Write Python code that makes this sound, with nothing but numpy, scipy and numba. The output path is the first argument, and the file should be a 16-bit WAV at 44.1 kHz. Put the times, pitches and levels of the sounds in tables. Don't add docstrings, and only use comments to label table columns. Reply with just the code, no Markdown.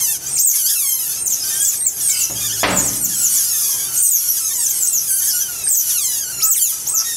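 import sys
import numpy as np
from scipy import signal
from scipy.fft import rfft, irfft, next_fast_len
from scipy.io import wavfile
from scipy.ndimage import uniform_filter1d, minimum_filter1d
from numba import njit

SR = 44100
rng = np.random.default_rng(int(sys.argv[2]) if len(sys.argv) > 2 else 0)


def natural_amplitude(level_db):
    exponent = np.asarray(level_db, float) / 20
    return 10 ** exponent


def transcribe(u):
    v = np.clip(np.atleast_2d(u).T, -1, 1)
    q = np.round(v * 32767).astype(np.int16)
    wavfile.write(sys.argv[1], SR, q)


N = 315756
TIME_S = np.arange(N) / SR

# freq_hz, level_db
VENT_SPECTRUM = [(24, -37), (40, -4), (138, 1.5), (210, -4.5), (387, -1), (549, -8.5), (780, -4),
                 (1050, -10.5), (1870, -10), (2600, -11), (3380, -63), (5720, -120)]
# freq_hz, level_db
MOTOR_HUM = [(61, -57), (134.6, -54)]

# start_s, length_s, pitch_hz, level_db
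HINGE_SQUEAKS = [
    (2.088, 0.094, 2236, -33),
    (2.126, 0.068, 3070, -31),
    (2.134, 0.11, 2694, -33.5),
    (5.336, 0.018, 740, -41),
]
# start_s, level_db, tilt_db_per_octave
GATE_BLOWS = [
    (2.298, -26, -6.5),
    (2.632, -9, -0.5),
    (2.648, -23, -6),
    (2.685, -12, -3),
    (2.711, -12, -5),
    (2.742, -21, -7.5),
]
# freq_hz, level_db, t60_s
GATE_MODES = [(47.8, -23, 1.4), (61.65, -13, 2.2), (113.25, -8, 1.8), (183, -12.5, 1.55),
              (284.4, -7.5, 0.57), (396.8, -7, 1), (550, -9.5, 0.57), (590, -7, 0.45), (718, -2, 0.38),
              (899, -1.5, 0.35), (1240, -3, 0.5), (1760, -10, 0.37), (2060, -12, 0.27), (2390, -16, 0.27)]
# freq_hz, level_db
CRACK_SPECTRUM = [(24, -41), (40, -54), (201, -15), (275, -13), (326, -11), (538, -2.5), (623, -5.5),
                  (2440, -6.5), (6000, -17.5), (7800, -88), (13200, -120)]

# freq_hz, level_db
CHEST = [(800, -21), (1400, 2), (2200, -1), (3300, 12), (4300, 5), (5200, 4)]
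# freq_hz, level_db
MOUTH = [(3800, -21.5), (5000, -5), (6400, 4.5), (7800, -2.5), (9200, -1), (11300, 6), (13000, -3.5),
         (15500, -10.5)]
# freq_hz, level_db
PIPE = [(2000, -30), (4000, -15), (5300, 3), (6200, -3), (7200, 1.5), (8000, -3), (9000, -2.5)]

# time_s, level_db, brightness_above_9khz_db
LITTER_LEVELS = [(0, -25, -2), (0.22, -27.5, -3.5), (0.42, -31.5, -6), (0.56, -20, 13), (0.71, -28, 22),
                 (0.85, -25.5, 11), (1.2, -25.5, -3), (1.5, -24.5, 0.5), (1.95, -27.5, 4),
                 (2.5, -23.5, -1.5), (3.45, -20, 3.5), (4.8, -28, 4.5), (5.45, -22.5, 2.5), (5.65, -34, -4),
                 (5.899, -21.5, 3.5), (6.38, -35.5, 24), (6.7, -25, -0.5), (7.16, -27.5, 0)]
# centre_s, half_width_s, change_db
LITTER_SURGES = [(0.72, 0.037, 11), (5.5, 0.075, -3), (5.53, 0.068, -2), (4, 0.056, -4), (6.73, 0.03, 9),
                 (2.73, 0.08, -0.5), (3.8, 0.042, 3), (3.03, 0.047, -13), (1.42, 0.034, -4),
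                 (1.831, 0.053, -18.5), (1.36, 0.055, 2), (2.244, 0.096, 6.5), (2.36, 0.024, -1),
                 (2.3, .06, -5), (4.4, 0.03, 1), (4.31, 0.016, -5), (5.022, 0.036, 4.5), (6.85, 0.035, -6),
                 (0.35, 0.077, -2.5), (1.25, 0.052, -15), (6.6, .05, -12), (6.96, 0.039, -18),
                 (3.9, 0.048, -6)]

# time_s, pitch_hz, low_partials_db
SOBS = [
    [(0.0, 1105, -37), (0.06, 970, -40.5), (0.08, 893, -39.5), (0.108, 900, -39.5), (0.142, 826, -43.5),
     (0.17, 676, -41)],
    [(0.545, 1778, -40), (0.575, 1667, -43.5), (0.6, 1550, -44.5), (0.625, 1483, -43.5),
     (0.648, 1438, -43.5), (0.665, 1570, -35), (0.68, 1770, -46)],
    [(.66, 1658, -45), (.7, 1725, -40), (.75, 1590, -44)],
    [(0.735, 1635, -46), (0.759, 1356, -39.5), (0.849, 1092, -39.5), (0.999, 1028, -42.5),
     (1.087, 850, -45.5), (1.135, 899, -39.5)],
    [(2.35, 1590, -36.5), (2.42, 1680, -44), (2.465, 1760, -39), (2.5, 1396, -36.5), (2.53, 1760, -34.5),
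     (2.582, 1425, -39), (2.596, 1660, -34), (2.632, 1780, -35)],
    [(4.36, 1795, -42), (4.4, 1342, -52.5), (4.44, 1290, -49), (4.48, 1300, -46), (4.51, 1113, -50.5),
     (4.56, 1008, -48), (4.645, 888, -50)],
    [(5.07, 1705, -41), (5.11, 1545, -46), (5.15, 1555, -45.5), (5.17, 1601, -46), (5.2, 1450, -49.5),
     (5.228, 1617, -47.5), (5.25, 1515, -48), (5.284, 1790, -50)],
    [(5.276, 1783, -41), (5.31, 1564, -51), (5.335, 1460, -47), (5.378, 1442, -47.5), (5.397, 1510, -50.5),
     (5.436, 1295, -52)],
    [(5.891, 2010, -39), (5.931, 1468, -40.5), (5.971, 1436, -39), (5.985, 1288, -37), (6.039, 1062, -39),
     (6.2, 901, -41)],
    [(6.1, 1760, -46), (6.16, 1690, -51), (6.232, 1597, -44.5), (6.247, 1480, -47), (6.28, 1463, -46.5),
     (6.304, 1547, -43.5), (6.316, 1408, -47), (6.365, 1395, -47), (6.46, 1298, -46)],
    [(6.555, 2136, -39), (6.598, 1480, -39.5), (6.622, 1594, -37.5), (6.648, 1403, -43), (6.68, 1203, -43),
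     (6.72, 987, -41)],
]
# upper_over_lower_db, first_partial_db, upper_mouth_lift_db
SOB_VOICES = [(15.5, -7, .1), (16.7, -27, 1), (18.2, -21, -1.8), (14.7, -12, 3.3), (6.1, -6, -6),
              (19.6, 3, -4.5), (22.12, 5, 5.5), (21.97, 3, 1), (12.4, -9, -0.7), (13.6, 4, -9),
              (16.5, -23, 9)]
SOB_JITTER = (.005, .006, .07, .005, .016, .011, .005, .005, .012, .013, .005)
# start_s, length_s, from_hz, to_hz, low_partials_db
FACING_WAILS = [
    (3.0, 0.25, 1438, 1385, -54.5),
    (3.37, 0.39, 1864, 1031, -50),
    (4.2, 0.13, 1414, 1535, -55.5),
]
# start_s, length_s, from_hz, to_hz, low_partials_db
SIDE_WAILS = [(4.9, 0.095, 1200, 910, -62), (.982, 0.17, 1284, 1673, -47), (2.0, 0.32, 1850, 1290, -45.5),
              (3.085, 0.2, 1900, 1328, -44), (3.52, 0.33, 1890, 1556, -44.5), (3.77, 0.3, 1740, 1398, -46),
              (3.781, 0.11, 1108, 1250, -41), (4.6, 0.35, 1910, 1334, -48.5)]
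# start_s, length_s, from_hz, to_hz, low_partials_db
AWAY_WAILS = [(.21, .08, 1500, 1650, -45), (0.37, .08, 1550, 1000, -54), (.42, 0.083, 1900, 1560, -53),
              (1.431, 0.17, 1558, 1590, -39.5), (1.49, 0.09, 1778, 1900, -38), (1.59, .1, 1640, 1750, -39),
              (2.4, .08, 1245, 1190, -36), (2.44, .09, 1950, 1500, -41.5), (1.8, 0.088, 1900, 2400, -43),
              (5.392, 0.29, 1775, 1230, -42), (1.15, 0.12, 1340, 1370, -48.5),
              (.528, 0.029, 2350, 2040, -37), (4.9, .1, 1350, 1400, -48), (4.5, 0.029, 1700, 2100, -39),
              (5.2, .085, 1800, 1900, -42), (5.83, 0.12, 1100, 930, -48), (7.04, .118, 1900, 1830, -35.5)]

# top_s, top_hz, climb_s, fall_s, level_db
OPEN_ARCHES = [
    (3.0, 8980, 0.055, 0.063, -21),
    (4.65, 9020, 0.048, 0.069, -23),
    (5.25, 8200, 0.033, 0.035, -26),
]
# top_s, top_hz, climb_s, fall_s, level_db
THIN_ARCHES = [(.87, 8450, 0.036, 0.055, -27), (1.594, 8900, 0.065, 0.066, -20),
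               (2.17, 8270, 0.07, 0.068, -21.5), (2.055, 8820, 0.048, 0.071, -17.5),
               (2.735, 7910, 0.045, 0.069, -23), (2.83, 8400, 0.043, 0.063, -22.5),
               (3.19, 8000, .065, .09, -19), (3.305, 8770, 0.025, 0.082, -19),
               (4.6, 8380, 0.044, 0.071, -19.5)]
# top_s, top_hz, climb_s, fall_s, level_db
HELD_ARCHES = [
    (2.7, 8710, 0.031, 0.14, -31),
    (4.73, 8410, 0.015, 0.14, -20.5),
    (6.02, 8400, .012, 0.06, -25),
]
# start_s, length_s, from_hz, to_hz, level_db
SLIDES = [(.335, .055, 8800, 8400, -21.5), (.388, 0.038, 7600, 7400, -21), (2.095, 0.014, 3600, 6000, -31),
          (2.93, 0.021, 3200, 5700, -38), (3.4, .02, 4900, 7500, -33), (1.231, 0.013, 8800, 8740, -23),
          (6.86, 0.016, 3000, 7500, -38), (5.664, 0.019, 1500, 2700, -36.5), (2.3, 0.034, 6500, 7000, -26),
          (2.235, 0.027, 6700, 5600, -17.5), (2.11, .11, 5670, 4510, -29.5),
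          (1.285, 0.059, 7600, 2500, -43.5), (2.78, 0.065, 6000, 3200, -45),
          (1.404, 0.05, 5060, 5380, -28.5), (1.8, 0.0167, 8500, 2900, -42), (1.712, 0.038, 7800, 1500, -42),
          (3.052, 0.034, 8300, 2400, -45), (4.4, .055, 8000, 8900, -28), (1.54, 0.084, 6370, 5700, -34),
          (2.769, 0.046, 7030, 6910, -18), (3.7, 0.035, 6000, 5700, -22), (3.435, 0.074, 4900, 5200, -30.5),
          (4.082, 0.11, 5600, 1900, -51), (4.885, .07, 5200, 3300, -51), (4.672, 0.029, 6200, 3300, -40),
          (5.1, 0.032, 3200, 1760, -49), (4.6, 0.16, 4900, 1910, -49.5), (5.4, 0.041, 6220, 5980, -22),
          (6.541, 0.03, 3900, 1900, -37.5)]
# start_s, length_s, from_hz, to_hz, level_db
HUMS = [(6.415, 0.084, 1278, 1312, -38), (3.685, 0.083, 1060, 1025, -46.5), (3.885, 0.036, 1356, 1343, -41),
        (6.72, 0.066, 1308, 1310, -46), (6.86, 0.077, 853, 1310, -45.5), (6.935, 0.096, 1298, 1346, -36)]
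# time_s, pitch_hz, level_db
BREAKS = [
    [(.262, 5600, -21), (.283, 7900, -30), (.31, 8540, -23.5), (.335, 8640, -22.5), (.35, 8200, -25),
     (.385, 5900, -15)],
    [(.368, 2004, -32), (.38, 3010, -38), (.386, 5020, -19.5), (.4, 6440, -14), (.42, 8260, -20),
     (.452, 8450, -11.5), (.458, 7680, -12), (.478, 6970, -12.5), (.522, 5880, -18)],
    [(1.18, 8100, -30), (1.2, 8600, -26.5), (1.235, 8920, -19.5), (1.252, 8400, -33), (1.265, 7200, -16.5),
     (1.288, 5850, -24)],
    [(1.22, 5600, -37), (1.237, 8500, -31), (1.26, 9180, -29), (1.288, 9000, -26), (1.3, 7700, -23),
     (1.33, 6400, -18), (1.348, 6000, -16.5)],
    [(1.615, 6500, -18), (1.635, 8170, -22), (1.65, 8520, -24), (1.67, 7730, -17.5), (1.695, 6930, -17.5),
     (1.722, 5500, -35)],
    [(1.765, 7900, -25), (1.79, 8600, -24), (1.82, 8750, -22), (1.85, 8320, -21), (1.875, 7130, -18.5),
     (1.905, 5700, -26.5)],
    [(3.948, 8170, -26), (3.98, 8550, -21), (4.02, 8300, -25), (4.03, 7300, -17), (4.055, 6370, -18.5),
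     (4.082, 5650, -29)],
    [(3.965, 5800, -17), (3.985, 6870, -20.5), (4.0, 8740, -23), (4.02, 8900, -15), (4.07, 8850, -22)],
    [(4.82, 5400, -28), (4.85, 7700, -23), (4.88, 8200, -21), (4.917, 8100, -20), (4.935, 7200, -16.5),
     (5.0, 5600, -23)],
    [(6.865, 5200, -24), (6.89, 7900, -23), (6.905, 8400, -24), (6.935, 8100, -19), (6.955, 6800, -21),
     (6.985, 5900, -18), (7.015, 5100, -27)],
]
# time_s, pitch_hz, level_db
FURTHER_BREAKS = [
    [(4.013, 6400, -38), (4.03, 8020, -20), (4.07, 8250, -15), (4.105, 8050, -22), (4.115, 7040, -18),
     (4.152, 6520, -18), (4.178, 5750, -27), (4.2, 5660, -23)],
    [(4.285, 5550, -26), (4.302, 6000, -20), (4.333, 5400, -31)],
    [(5.112, 8350, -29), (5.135, 8840, -24), (5.17, 8350, -31), (5.185, 6800, -27), (5.21, 5750, -23)],
    [(5.275, 6500, -22), (5.29, 6300, -20), (5.312, 5300, -25.5), (5.332, 5200, -25)],
    [(5.636, 8590, -19), (5.66, 8560, -16), (5.685, 8450, -20), (5.702, 8270, -17), (5.712, 7530, -18),
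     (5.73, 7070, -18), (5.766, 5700, -22)],
    [(5.677, 4600, -25), (5.7, 7030, -28), (5.712, 7850, -28), (5.73, 8160, -20), (5.764, 7950, -24),
     (5.772, 7000, -16), (5.792, 5900, -19), (5.804, 6000, -23), (5.83, 5600, -32)],
    [(6.398, 1960, -34), (6.417, 3410, -34), (6.425, 5100, -19), (6.444, 6900, -12), (6.46, 7840, -17.5),
     (6.485, 8330, -18), (6.505, 7850, -14), (6.534, 6220, -16), (6.543, 5160, -36)],
    [(6.515, 8400, -32), (6.54, 8580, -24.5), (6.6, 8150, -27)],
    [(6.61, 7200, -22), (6.635, 7130, -18), (6.65, 6900, -22.5), (6.665, 6440, -21), (6.678, 6200, -24)],
]
# octave_db, roughness_ratio
BREAK_VOICES = [(-12, 1), (-3.5, 0.88), (-8, 0.84), (-8, 0.92), (-8, 0.48), (-10, 0.77), (0.5, 0.88),
                (-10, 1), (-6, 0.94), (-7, 1.3), (-1, 0.83), (4.5, .7), (-16, 1), (-16, 1), (-5.5, .6),
                (1, 0.78), (-1.5, 0.23), (-20, 0.67), (-16, 0.72)]


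def shape(hz, table):
    f, db = np.transpose(table)
    return natural_amplitude(np.interp(np.log(hz + 1), np.log(f), db))


def colour(x, table):
    size = next_fast_len(len(x))
    hz = np.arange(size // 2 + 1) * SR / size
    return irfft(rfft(x, size) * shape(hz, table), size)[:len(x)]


def unit(x):
    return x / np.sqrt(np.mean(x ** 2))


def walk(size, rate_hz):
    k = max(int(SR / rate_hz), 1)
    return unit(uniform_filter1d(uniform_filter1d(rng.standard_normal(size), k), k))


def room(x, t60_s, wet_db, gap_s):
    t = np.arange(SR // 2) / SR
    tail = rng.standard_normal(len(t)) * natural_amplitude(-60 * t / t60_s) * (t > gap_s)
    tail = tail / np.sqrt(np.sum(tail ** 2))
    return x + natural_amplitude(wet_db) * signal.fftconvolve(x, tail)[:N]


def vent():
    hum = sum(natural_amplitude(db + 1.6 * walk(N, 8.7)) * np.sqrt(2) * np.sin(2 * np.pi * hz * TIME_S)
              for hz, db in MOTOR_HUM)
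    rumble = unit(colour(rng.standard_normal(N), VENT_SPECTRUM))
    return rumble * natural_amplitude(-28.5 + 0.36 * walk(N, 25.0)) + natural_amplitude(15.5) * hum


def hinge():
    out, slip, waver = np.zeros(N), walk(N, 106), walk(N, 210)
    for start_s, length_s, hz, db in HINGE_SQUEAKS:
        end_s = start_s + length_s
        span = slice(int(start_s * SR), int(end_s * SR))
        t = TIME_S[span]
        edge = np.clip(np.minimum((t - start_s) / 0.0026, (end_s - t) / 0.014), 0, 1)
        phase = 2 * np.pi * hz * np.cumsum(1 + 0.021 * waver[span]) / SR
        out[span] += natural_amplitude(db + 2.0 * slip[span]) * edge * np.sin(phase)
    return out


def gate():
    out, t = np.zeros(N + SR), np.arange(SR) / SR
    boom_spectrum = [(45, -16), (110, -8.5), (300, -1.0), (600, -34)]
    for start_s, db, tilt_db in GATE_BLOWS:
        tilt = [(150, -1.6 * tilt_db), (500, 0.008), (8000, 4 * tilt_db)]
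        crack = unit(colour(rng.standard_normal(SR), CRACK_SPECTRUM)) * natural_amplitude(-60 * t / 0.22)
        boom = natural_amplitude(-23.0) * unit(colour(rng.standard_normal(SR), boom_spectrum)) * natural_amplitude(-60 * t / 1.28)
        rings = sum(natural_amplitude(mode_db - 7.0) * np.sin(2 * np.pi * (hz * t + rng.random())) * natural_amplitude(-60 * t / t60_s)
                    for hz, mode_db, t60_s in GATE_MODES)
        blow = colour(crack + 0.43 * rings + boom, tilt)
        start = int(start_s * SR)
        out[start:start + SR] += natural_amplitude(db) * blow * np.minimum(3 - 3 * t, 1)
    return out[:N]


def litter():
    reeds, leaks = np.zeros(N), np.zeros(N)
    turn = 2 * np.pi * np.arange(4096) / 4096
    wave = sum(np.cos(k * turn + k * k) for k in range(1, 13))
    for top_hz, cries_per_s in ((1500, 2.3), (1750, 3.1), (1950, 2.7)):
        age = (np.cumsum(cries_per_s * natural_amplitude(3 * walk(N, 2))) / SR + rng.random()) % 1
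        pitch_hz = top_hz * natural_amplitude(-4.5 * age ** .6 + .5 * walk(N, 30)) * (1 + .0095 * walk(N, 700))
        cycle = np.cumsum(pitch_hz) / SR % 1
        effort = natural_amplitude(2.5 * walk(N, 14)) * (.6 + np.sin(np.pi * age))
        reeds += effort * wave[(cycle * 4096).astype(int)] / 3
        leaks += effort * (1 + np.cos(2 * np.pi * cycle)) * rng.standard_normal(N)
    s, db, bright_db = np.transpose(LITTER_LEVELS)
    mouth = colour(reeds + .35 * leaks, MOUTH)
    throat = colour(mouth, [(8700, 0), (9300, -6), (9900, -40)])
    chest = natural_amplitude(-18) * unit(colour(reeds + .9 * leaks, CHEST + [(6500, -50)]))
    upper = natural_amplitude(np.minimum(np.interp(TIME_S, s, bright_db), 5)) * unit(mouth - throat)
    surge_db = sum(change_db * np.exp(-((TIME_S - centre_s) / width_s) ** 2)
                   for centre_s, width_s, change_db in LITTER_SURGES)
    return natural_amplitude(np.interp(TIME_S, s, db) + surge_db) * (unit(throat) + upper + chest)


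def cry(rows, jitter, tremor, fade_s, smooth_samples):
    s, hz, db = np.transpose(rows)
    span = slice(int(s[0] * SR), min(int(s[-1] * SR), N))
    t = TIME_S[span]
    pitch_hz = uniform_filter1d(np.interp(t, s, hz), size=smooth_samples, mode="nearest")
    pitch_hz = pitch_hz * (1 + jitter * walk(len(t), 800) + tremor * walk(len(t), 36.1))
    phase = 2 * np.pi * np.cumsum(pitch_hz) / SR
    edge = np.clip(np.minimum(t - s[0], s[-1] - t) / fade_s, 0, 1)
    return span, pitch_hz, phase, natural_amplitude(np.interp(t, s, db)) * edge * np.sqrt(2)


def glide(start_s, length_s, from_hz, to_hz, db):
    age = np.linspace(0, 1, num=16)
    curve = .6 if to_hz < from_hz else 1.6
    hz = from_hz * (to_hz / from_hz) ** age ** curve
    return np.transpose([start_s + length_s * age, hz, db - 3 * age])


def wail_cries():
    sobs = [(rows, *voice, jitter) for rows, voice, jitter in zip(SOBS, SOB_VOICES, SOB_JITTER)]
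    kinds = [(FACING_WAILS, 23.5), (SIDE_WAILS, 9.5), (AWAY_WAILS, 5)]
    crowd = [(glide(*row), bright_db, 3, 0, .01) for table, bright_db in kinds for row in table]
    return sobs + crowd


def wails():
    out, breath, order = np.zeros(N), np.zeros(N), np.arange(1, 19)[:, None]
    for rows, bright_db, first_db, lift_db, jitter in wail_cries():
        span, pitch_hz, phase, gain = cry(rows, jitter, tremor=.006, fade_s=.012, smooth_samples=500)
        hz = order * pitch_hz
        low = shape(hz, CHEST) * (hz < 5200)
        low[0] *= natural_amplitude(first_db)
        high = shape(hz, MOUTH) * (hz < 17000)
        high *= shape(hz, [(7500, 0), (9500, lift_db)])
        low = low / np.sqrt(np.sum(low ** 2, axis=0))
        high = high / np.sqrt(np.sum(high ** 2, axis=0))
        partials = low + natural_amplitude(bright_db + 3.5) * high
        shimmer = np.array([walk(len(pitch_hz), 110) for _ in order])
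        stack = partials * natural_amplitude(3.8 * shimmer) * np.sin(order * phase + order ** 2)
        out[span] += gain * np.sum(stack, axis=0)
        breath[span] += gain * natural_amplitude(bright_db) * (1 + np.cos(phase)) * rng.standard_normal(len(pitch_hz))
    return out + natural_amplitude(-10) * colour(breath, MOUTH)


def arch(top_s, top_hz, climb_s, fall_s, db, held):
    foot_hz, end_hz, sag_hz = 5500, 6000, 244.5
    up = np.linspace(1.04, 0, num=12)
    down = np.linspace(0, 1.06, num=16)[1:]
    climb_hz, climb_db, hold = (450, 3, 0.38) if held else (top_hz - foot_hz, -11, 0.22)
    slack = np.maximum(down - hold, 0) / (1 - hold)
    fall_hz = sag_hz * down + (top_hz - end_hz - sag_hz) * slack ** 1.25
    hz = top_hz - np.r_[climb_hz * up ** 3.4, fall_hz]
    effort_db = db + np.r_[climb_db * up, 0 * down] + 20 * np.log10(shape(hz, PIPE))
    return np.transpose([top_s + np.r_[-climb_s * up, fall_s * down], hz, effort_db])


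def whistle_cries():
    breaks = [(rows, *voice) for rows, voice in zip(BREAKS + FURTHER_BREAKS, BREAK_VOICES)]
    arch_kinds = [(OPEN_ARCHES, False, -3), (THIN_ARCHES, False, -11), (HELD_ARCHES, True, -11)]
    arches = [(arch(*row, held), octave_db, 1) for table, held, octave_db in arch_kinds for row in table]
    glide_kinds = [(SLIDES, -13), (HUMS, -11)]
    glides = [(glide(*row), octave_db, 1) for table, octave_db in glide_kinds for row in table]
    return breaks + arches + glides


def whistles():
    out = np.zeros(N)
    for rows, octave_db, rough in whistle_cries():
        span, pitch_hz, phase, gain = cry(rows, jitter=.006, tremor=.004, fade_s=.004, smooth_samples=200)
        size = len(pitch_hz)
        hoarse = rough * np.linspace(.05, .8, size) * walk(size, 1400)
        flutter_db = 2.84 * rough * np.minimum(pitch_hz / 4000, 1) * walk(size, 190)
        octave = natural_amplitude(octave_db) * np.clip((19000 - 2 * pitch_hz) / 1500, 0, 1) * np.sin(2 * phase)
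        out[span] += gain * natural_amplitude(flutter_db) * (1 + hoarse) * (np.sin(phase) + octave)
    return out


@njit
def follow(x, attack, release):
    y, e = np.empty(len(x)), .1
    for i in range(len(x)):
        e += (abs(x[i]) - e) * (attack if abs(x[i]) > e else release)
        y[i] = e
    return y


def scene():
    air = vent()
    hall = room(gate() + hinge(), t60_s=0.72, wet_db=-5.0, gap_s=0.00159)
    far = room(litter(), t60_s=0.051, wet_db=-3.5, gap_s=0.0035)
    reedy = room(wails(), t60_s=0.056, wet_db=-2.0, gap_s=0.0082)
    high = room(whistles(), t60_s=0.2, wet_db=-4.0, gap_s=0.0014)
    loud = follow(high + 2.4 * reedy + 3.7 * hall, 1 / (0.0061 * SR), 1 / (.09 * SR))
    duck = (1 + loud / natural_amplitude(-19.0)) ** -1.2
    sustained = follow(high + reedy + duck * far, 1 / (0.042 * SR), 1 / (.35 * SR))
    slow = (1 + sustained / natural_amplitude(-19.0)) ** -1.8
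    mix = high + reedy + hall + 2.59 * duck * far + slow * duck ** 0.25 * air
    return np.tile(mix, (2, 1))


def low_pass(x):
    return signal.sosfilt(signal.butter(12, 15850, fs=SR, output="sos"), x)


def record(dry):
    top = signal.ellip(10, .2, 70, 15680, fs=SR, output="sos")
    bottom = signal.butter(4, 42, "high", fs=SR, output="sos")
    x = signal.sosfilt(np.vstack([top, bottom]), dry)
    ceiling = .7
    gain = minimum_filter1d(ceiling / np.maximum(abs(x), ceiling), size=400)
    return low_pass(x * uniform_filter1d(gain, size=200))


dry = scene()
out = record(dry)
transcribe(out)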